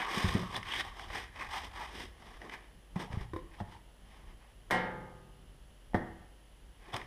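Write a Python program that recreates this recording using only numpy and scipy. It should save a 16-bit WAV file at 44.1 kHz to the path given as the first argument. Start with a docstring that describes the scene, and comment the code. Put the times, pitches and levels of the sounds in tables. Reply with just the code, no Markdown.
"""In a small, faintly humming garage, a foam-packed, plastic-wrapped unit is drawn out of a cardboard box.
Stick-slip friction makes the foam scrape and squeak; the box walls thump and sway, the wrapping crackles.
The empty box is dragged, a flap tapping the workbench, and is picked up with a light knock.
It clangs against something of metal, whose modes ring on, and is set down on wood with a louder knock.
Last, hands grip the foam again."""
import sys
import numpy as np
from scipy import signal
from scipy.fft import rfft, irfft, next_fast_len
from scipy.io import wavfile

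SR = 44100
rng = np.random.default_rng(int(sys.argv[2]) if len(sys.argv) > 2 else 0)


def master_out(mix):
    """Clip the mix to full scale and print it as 16-bit PCM to the path in sys.argv[1]."""
    frames = np.transpose(np.atleast_2d(mix))
    ceiling = np.clip(frames, -1, 1)
    pcm = np.round(ceiling * 32767).astype(np.int16)
    wavfile.write(sys.argv[1], SR, pcm)


N = 311346
TIME = np.arange(N) / SR

# Spectrum of a sharp snap. Each row: frequency in Hz, relative spectral density in dB.
SNAP_SPECTRUM = [(200, -45), (550, -7), (900, 7), (1400, 1), (1900, 11.5), (2600, -2), (3200, 2.5),
                 (4300, -14), (5200, -7), (7300, -25), (8800, -15), (11000, -28), (15000, -41)]
# Spectrum of a dry cardboard impact. Each row: frequency in Hz, relative spectral density in dB.
CLACK_SPECTRUM = [(100, -10.5), (250, 2), (850, 1), (1350, -8), (1850, -1), (2600, -23), (3300, -16.5),
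                  (4400, -27.5), (5200, -24.5), (7200, -39), (9000, -32), (15000, -42)]


def amp(db):
    """Amplitude ratio of a level in decibels."""
    return 10 ** (np.asarray(db) / 20)


def unit(x):
    """Normalisation to an rms of 1."""
    return x / np.sqrt(np.mean(x ** 2) + 1e-20)


def read(points, hz):
    """Interpolation of a table on a logarithmic frequency axis."""
    f, value = np.transpose(points)
    return np.interp(np.log(hz + 1), np.log(f + 1), value)


def add(mix, s, sound):
    """Superposition of a sound on the mix, starting at s seconds."""
    part = mix[max(round(s * SR), 0):][:len(sound)]
    part += sound[:len(part)]


def colour(x, points, tilt_db=0, skirt_db=0, size=4096):
    """Minimum-phase filter of a given spectrum; tilt about 2 kHz and outer skirts are in dB per octave."""
    hz = abs(np.fft.fftfreq(size, 1 / SR)) + 1
    octaves_outside = abs(np.log2(hz / np.clip(hz, points[0][0], points[-1][0])))
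    db = read(points, hz) + tilt_db * np.log2(np.maximum(hz, 200) / 2000) - skirt_db * octaves_outside
    log_gain = np.log(amp(np.maximum(db, -100)))
    response = np.exp(np.conj(signal.hilbert(log_gain)))
    return signal.oaconvolve(x, np.fft.ifft(response).real)[:len(x)]


def wander(cutoff_hz, size=N):
    """Random fluctuation: low-pass Gaussian noise of rms 1."""
    padded = next_fast_len(size)
    hz = np.fft.rfftfreq(padded, 1 / SR)
    spectrum = rfft(rng.standard_normal(padded)) * (hz < cutoff_hz)
    return unit(irfft(spectrum, padded)[:size])


def fade(x, t60s, hold_s=0):
    """Frequency-dependent damping: after a hold, each band decays exponentially at its own rate."""
    hz, t, bands = signal.stft(x, SR, nperseg=256)
    decay = 1000. ** (-np.maximum(t - hold_s, 0) / read(t60s, hz)[:, None])
    return signal.istft(bands * decay, SR, nperseg=256)[1][:len(x)]


def ring(modes):
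    """Free vibration: a sum of damped sinusoids that start together."""
    t = TIME[:2 * SR]
    return sum(amp(db) * 1000. ** (-t / t60) * np.sin(2 * np.pi * hz * t) for hz, db, t60 in modes)


def onset(rise_s):
    """Exponential rise towards 1, as when a force takes time to build."""
    return 1 - np.exp(-TIME[:2 * SR] / rise_s)


def burst(spectrum, decay_s, tilt_db=0):
    """A transient of exponentially decaying, filtered noise with a peak of about 1."""
    envelope = np.exp(-TIME[:2 * SR] / decay_s)
    noise = rng.choice([-1., 1.], len(envelope))
    crack = colour(noise * envelope, spectrum, tilt_db, skirt_db=6)
    return .5 * crack * np.linalg.norm(envelope) / np.linalg.norm(crack)


def swell(peak_s, build_s, die_s, edge_db=-16.5):
    """Envelope of a hand stroke: a rounded peak, at edge_db one build_s before and one die_s after."""
    before = np.maximum(peak_s - TIME, 0) / build_s
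    after = np.maximum(TIME - peak_s, 0) / die_s
    near, gain = before + after < 4, np.zeros(N)
    gain[near] = amp(edge_db * (before[near] ** 1.7 + after[near] ** 1.56))
    return gain


def background(floor_db=-58.5, swell_db=3.0):
    """Ambient noise: hiss, amplitude-modulated rumble, and a phase-modulated hum and electrical whine."""
    # Noise floor of the room. Each row: frequency in Hz, relative spectral density in dB.
    floor_spectrum = [(20, -17.5), (32, -4), (50, -9.5), (100, -17), (170, -20), (280, -24), (420, -26),
                      (650, -28), (1400, -34.5), (1900, -33.5), (2450, -38.5), (3000, -30.5), (3800, -40.5),
                      (7000, -45.5), (11000, -48), (15000, -52)]
    # Hum and whine. Each row: frequency in Hz, rms level in dB.
    steady_tones = [(49, -59), (10645, -78), (10691, -88)]
    air = amp(floor_db) * unit(colour(rng.standard_normal(N), floor_spectrum, skirt_db=3.5))
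    rumble = signal.sosfiltfilt(signal.butter(2, 200, fs=SR, output="sos"), air)
    tones = sum(amp(db) * unit(np.sin(2 * np.pi * hz * TIME + 1.03 * wander(3.4)))
                for hz, db in steady_tones)
    return air + rumble * (amp(swell_db * wander(6.1)) - 1) + tones


def rubbing(slips_per_s=2200, spread_db=2.0, judder_db=1.6):
    """Sliding friction: tiny slips, bunched by the hand's judder, excite surface, cavity, walls and foam."""
    # Spectra of the surface scrape, the box's hollow, its flexing panels and the fizz of foam cells.
    # Each row: frequency in Hz, relative spectral density in dB.
    scrape = [(1100, -34.5), (1400, -5), (1700, 2.5), (1950, 4), (2300, -1), (2600, 0), (3100, -44)]
    hollow = [(480, -25.5), (640, -8.5), (780, 2), (900, 0), (1120, 0), (1350, -7), (1650, -36)]
    panels = [(90, -7.5), (160, -1.5), (270, 1), (390, 3.5), (580, -5.5), (800, -16.5)]
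    fizz = [(2100, -28), (2700, 0), (3150, 2), (3650, -1), (4300, -10), (5100, -4.5), (6200, -12.5),
            (7400, -20), (8700, -12.5), (10000, -23), (11000, -17), (12200, -29), (13400, -20.5),
            (15300, -38)]
    # The foam is drawn out, the unit turned over (2 s), the box moved (from 3 s), the foam gripped (7 s).
    # Each row: time of the hardest push, build-up and die-away in seconds, scrape level in dB,
    # then the levels of hollow, panels and fizz in dB relative to the scrape.
    strokes = [ (.01, 0.087, .2, -40, -3.5, -10.5, -9), (.18, .13, 0.31, -39.5, -3.5, -5, -1.5),
               (.355, 0.019, 0.071, -54, 4, 16, -10), (.565, 0.077, 0.04, -46, 2, -3, -1),
               (.74, 0.11, 0.11, -42, -8, -13, -5.5), (0.806, 0.068, 0.015, -40, -7, -12, -5),
               (.86, .04, 0.072, -55, 7, -6, -0.5), (1.02, 0.096, 0.077, -55.5, 6, -5, 0.5),
               (1.159, 0.081, 0.11, -43.5, -3.5, -9, -4.5), (1.421, 0.087, 0.085, -45, -3, -11, -8.5),
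               (1.555, 0.068, 0.091, -44, 1.5, -13.5, -2), (1.645, .04, 0.052, -51.5, 0.5, -3, 0),
               (1.82, 0.11, 0.1, -47.5, 2, -10.5, -4), (2.006, 0.11, .08, -48, -3.5, -2, -0.5),
               (2.28, 0.13, 0.22, -60, 1.5, -2, -3), (2.435, 0.036, 0.14, -58, 4.5, 5.5, -6),
               (2.537, 0.038, 0.032, -45, -6.5, -11, -8.5), (2.55, 0.096, 0.17, -62.5, 1, -1, -4.5),
               (2.959, .003, 0.044, -52, 6.5, -3, -4.5), (3.015, 0.043, 0.056, -48, 1, 1.5, -2.5),
               (3.133, 0.039, 0.074, -57, 6, 6, -3.5), (3.214, 0.042, 0.044, -55, 2, 0, -3),
               (3.544, 0.037, 0.044, -61, -1, -13, -6), (3.604, 0.025, 0.025, -66, 15, 0, 6),
               (3.745, 0.12, 0.052, -63.5, 0, -3, -2), (4.15, 0.15, 0.18, -66, 1.5, -7, -4),
               (4.29, 0.049, 0.08, -67, 4, -3, -5), (4.43, 0.044, 0.13, -68.5, 1.5, -15, -9),
               (6.945, 0.018, 0.044, -48, 10.5, 2.5, -2), (6.985, 0.17, 0.083, -53.5, 0.5, 0, -6.5)]
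    sizes = amp(spread_db * np.minimum(rng.exponential(1, N), 4)) * rng.choice([-1, 1], N)
    slips = unit(sizes * (rng.random(N) < slips_per_s / SR))
    friction = (slips + rng.standard_normal(N)) * amp(judder_db * wander(63))
    voices = np.array([unit(colour(friction, spectrum, skirt_db=23.0))
                       for spectrum in (scrape, hollow, panels, fizz)])
    power = np.zeros_like(voices)  # overlapping strokes add in power
    for s, build_s, die_s, db, hollow_db, panels_db, fizz_db in strokes:
        gains = amp(db) * amp([0, hollow_db, panels_db, fizz_db])
        power += np.outer(gains, swell(s, build_s, die_s)) ** 2
    return (np.sqrt(power) * voices).sum(0)


def squeaks(relative_width=.12):
    """Stick-slip oscillation: foam or cardboard catches and lets go at an unsteady, gliding rate."""
    # Each row: time of the loudest moment, build-up and die-away in seconds, level in dB,
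    # pitch in Hz, glide in octaves per second.
    slides = [(.005, 0.023, 0.076, -46.5, 3110, -0.8), (.13, 0.93, 0.74, -42.5, 1085, 0.04),
              (.565, 0.016, 0.0093, -38.5, 3480, 0.5), (.742, 0.062, 0.05, -39.5, 3207, 1.3),
              (.81, .035, 0.013, -42, 3580, -0.2), (1.04, 0.03, 0.025, -55, 3210, 1),
              (1.42, 0.036, .025, -43, 1119, -.8), (1.566, 0.027, 0.099, -49, 905, -2.5),
              (1.805, 0.049, 0.065, -45, 925, -2), (3.09, .13, 0.18, -54, 860, 0),
              (3.21, .03, .025, -54.5, 1945, 0), (3.755, .15, 0.04, -58, 925, 0.1),
              (6.945, 0.018, 0.017, -45, 3400, 4)]
    out = np.zeros(N)
    for s, build_s, die_s, db, hz, glide in slides:
        start, width_hz = max(s - .5, 0), relative_width * hz
        pitch_hz = hz * 2 ** (glide * (start + TIME[:SR] - s))
        cycles = np.cumsum(pitch_hz) / SR
        flutter = unit(wander(width_hz / 2, size=SR) + 0.7 * wander(width_hz * 1.5, size=SR))
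        phase_jitter = wander(width_hz / 3, size=SR)
        tone = np.zeros(N)
        add(tone, start, unit(flutter * np.sin(2 * np.pi * cycles + phase_jitter)))
        out += amp(db) * swell(s, build_s, die_s) * tone
    return out


def thumps(push_s=0.0013):
    """Damped plate vibration: a softly pushed cardboard wall swings briefly in its lowest modes."""
    # Each row: start in seconds, pitch in Hz, level in dB, overtone level in dB, T60 in seconds.
    flexes = [(.174, 92, -47, -21, 0.055), (.242, 89.6, -21.5, -22.5, 0.15), (.279, 52.5, -29, -44, 0.22),
              (.349, 94.8, -23, -18.5, .1), (.398, 87.6, -38, -33.5, 0.31), (0.577, 106, -36, -45.5, 0.11),
              (2.9601, 86, -44, -23, 0.14), (3.101, 65, -39, -41, 0.18), (3.137, 109, -25.5, -38, 0.048),
              (3.171, 82, -22, -23, 0.047), (3.207, 51, -33.5, -54, 0.19), (3.336, 88, -35, -49, .14),
              (3.608, 96, -33, -32.5, 0.15), (5.946, 97, -25.5, -27, .12), (6.94, 114, -32, -48, 0.069)]
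    # Overtones of a wall. Each row: frequency ratio, level offset in dB, T60 ratio.
    wall_modes = [(2.06, -0.5, 0.61), (4.15, -16, 0.65)]
    out = np.zeros(N)
    for s, hz, db, overtone_db, t60 in flexes:
        fundamental = ring([(hz, db, t60)])
        overtones = ring([(hz * hz_ratio, overtone_db + offset_db, t60 * t60_ratio)
                          for hz_ratio, offset_db, t60_ratio in wall_modes])
        add(out, s, onset(push_s) * (fundamental - overtones))  # overtones start in opposite phase
    return out


def crackles():
    """Impulsive release: single large slips and snaps of wrapping and foam radiate short cracks."""
    # Each row: start in seconds, approximate peak level in dB, treble tilt in dB per octave.
    snaps = [(.339, -29.5, 5.5), (0.4324, -31, -15), (.5645, -27.5, 5.5), (.6295, -31, 1.5),
             (0.7365, -24, -1), (.7611, -29, 1.5), (.8074, -22.5, 0.5), (0.9958, -31.5, 0),
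             (1.1024, -30, -5), (1.1538, -31, -6.5), (1.3593, -37, -1.5), (2.2222, -42.5, -2.5),
             (2.4163, -35, -0.5), (2.496, -33.5, 0), (3.1288, -36.5, 1.5), (6.941, -30.5, 3),
             (6.9644, -26, 3.5), (7.015, -33, -4)]
    out = np.zeros(N)
    for s, db, tilt_db in snaps:
        add(out, s, amp(db) * burst(SNAP_SPECTRUM, decay_s=0.0036, tilt_db=tilt_db))
    return out


def sway(start_s=0.63, settle_s=2.02, attack_s=0.11, release_s=0.31, level_db=-56):
    """Forced vibration: the wide box walls wobble with a low rumble as the load comes out, then settle."""
    # Each row: frequency in Hz, relative spectral density in dB.
    rumble_spectrum = [(30, -26), (55, 2.5), (95, -4), (140, -22), (220, -34)]
    rise = np.clip((TIME - start_s) / attack_s, 0, 1)
    fall = np.exp(-np.maximum(TIME - settle_s, 0) / release_s)
    rumble = unit(colour(rng.standard_normal(N), rumble_spectrum, skirt_db=31))
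    return amp(level_db) * rise * fall * rumble


def flap(give_s=0.001):
    """Soft impacts: a loose flap bounces on the bench, each tap scuffing it and exciting its modes."""
    # Each row: start in seconds, gain in dB.
    taps = [(3.3339, -30), (3.3619, -28.5), (3.389, -40)]
    # Each row: frequency in Hz, relative level in dB, T60 in seconds.
    flap_modes = [(339, 4, 0.083), (389, -5, 0.097), (510, -9, 0.25), (1038, 0.5, 0.05), (1110, -8, 0.041),
                  (1770, -8, 0.023), (2300, -13, 0.027), (3720, -15, 0.026)]
    out, ringing = np.zeros(N), amp(-6.5) * ring(flap_modes)
    for s, db in taps:
        scuff = amp(-11) * burst(CLACK_SPECTRUM, decay_s=0.01, tilt_db=3.0)
        add(out, s, amp(db) * onset(give_s) * (ringing + scuff))
    return out


def knocks(give_s=0.00041, boost_db=9, width_octaves=.4):
    """Modal excitation: the box clacks on wood, and the modes moving most at the contact ring strongest."""
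    # Each row: start in seconds, gain in dB, clack tilt in dB per octave, favoured frequency in Hz.
    contacts = [(3.6025, -41, -2.5, 790), (5.9345, -47.5, -17, 800), (5.9445, -22.5, -1.2, 245)]
    # Each row: frequency in Hz, relative level in dB, T60 in seconds.
    box_modes = [(195, -9, 0.13), (256, 5, 0.067), (331.4, 2, 0.23), (545, 3.5, 0.073), (606, 1, 0.11),
                 (718, 9, 0.054), (832, 7.5, 0.051), (1068, -21, 0.27), (1170, -5.5, 0.066),
                 (1870, -2, 0.022), (1834, 8, 0.018), (2020, -28, 0.036)]
    out, give = np.zeros(N), onset(give_s)  # cardboard yields before it stops
    for s, db, tilt_db, favoured_hz in contacts:
        modes = [(hz, level + boost_db * np.exp(-(np.log2(hz / favoured_hz) / width_octaves) ** 2), t60)
                 for hz, level, t60 in box_modes]
        clack = burst(CLACK_SPECTRUM, decay_s=0.019, tilt_db=tilt_db)
        add(out, s, amp(db) * give * (amp(-10.5) * ring(modes) + clack))
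    return out


def clang(strike_s=4.7075, chatter_s=0.04):
    """Lightly damped resonance: struck metal chatters and rings on as the blow spreads into its modes."""
    # Distinct modes. Each row: frequency in Hz, relative level in dB, T60 in seconds.
    metal_modes = [(142.4, -11.5, 2.3), (182.6, -9, 1.26), (239, -4.5, 0.46), (352.5, -11.5, 1.06),
                   (388, -17, 1.8), (499, -8, 0.98), (531, -3.5, 0.85), (757, 0, 0.41), (735, 2, 0.4),
                   (787, -0.5, 0.38), (860, -4.5, 0.95), (914, -1.5, 0.6), (1040, 4, 0.22),
                   (1083, -9, 0.53), (1235, -16, 1.31), (1380, -7.5, .7), (1560, -10, .8),
                   (1633, -3.5, 0.58), (1740, -7.5, 0.89), (1910, -11, 0.77), (1910, 1.5, 0.4),
                   (2030, -21, .55), (2135, -0.5, 0.53), (2234, -15, 0.44), (2800, -18, .45),
                   (3010, -8.5, 0.49), (3660, -21, 0.57), (4940, -21, 0.3), (6030, -21, 0.23)]
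    # The dense ring between those modes. Each row: frequency in Hz, relative spectral density in dB.
    dense_spectrum = [(60, -7), (130, 2), (240, -1.5), (420, 0), (850, -0.5), (1300, -9), (2050, 2.5),
                      (2600, -14), (3100, -11.5), (4200, -20), (5100, -22), (7000, -30), (9000, -25),
                      (12500, -45), (15300, -41)]
    # Damping of the dense ring. Each row: frequency in Hz, T60 in seconds.
    dense_t60s = [(100, 1.86), (400, 0.76), (1000, 1.11), (2000, 0.58), (4000, 0.49), (8000, 0.18),
                  (14000, 0.12)]
    out = np.zeros(N)
    chatter = unit(colour(rng.standard_normal(2 * SR), dense_spectrum))
    add(out, strike_s, amp(-34.0) * fade(chatter, dense_t60s, chatter_s) * onset(0.0011))
    add(out, strike_s, amp(-33.0) * ring(metal_modes) * onset(0.0093))
    # contact noise: a light first touch, then the clack and snap of the blow
    add(out, strike_s - .005, amp(-34) * burst(CLACK_SPECTRUM, decay_s=.005))
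    add(out, strike_s + 0.00108, amp(-20.5) * burst(CLACK_SPECTRUM, decay_s=.012, tilt_db=3.0))
    add(out, strike_s + .002, amp(-31) * burst(SNAP_SPECTRUM, decay_s=.009, tilt_db=3.5))
    return out


def garage(x, reflections_per_s=3000, delay_s=.007):
    """Diffuse reverberation: scattered reflections from near walls, the deep bass lasting longest."""
    # Each row: frequency in Hz, reverberation time T60 in seconds.
    room_t60s = [(80, 1), (250, 0.55), (1000, 0.72), (2000, 0.75), (4000, 0.49), (12000, 0.57)]
    signs = rng.choice([-1., 1.], SR)
    arrivals = (rng.random(SR) < reflections_per_s / SR) * (TIME[:SR] > delay_s)
    tail = fade(signs * arrivals, room_t60s)
    return signal.oaconvolve(x, tail / np.linalg.norm(tail))[:N]


def scene():
    """Direct and reverberant sound add; the knocks, a little farther off, have the most reverberation."""
    handling = rubbing() + squeaks() + crackles()
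    walls = thumps() + flap() + sway()
    blows, metal = knocks(), clang()
    room = garage(amp(-13.5) * handling + amp(-10.5) * walls + amp(-7.5) * blows + amp(-14.0) * metal)
    return (handling + walls + blows + metal + room + background())[None]


def record(dry, cutoff_hz=15250):
    """Band limiting: a steep linear-phase low-pass filter removes the highest treble."""
    lowpass = signal.firwin(601, cutoff_hz, window=("kaiser", 9), fs=SR)
    return signal.oaconvolve(dry, lowpass[None], "same")


dry = scene()
out = record(dry)
master_out(out)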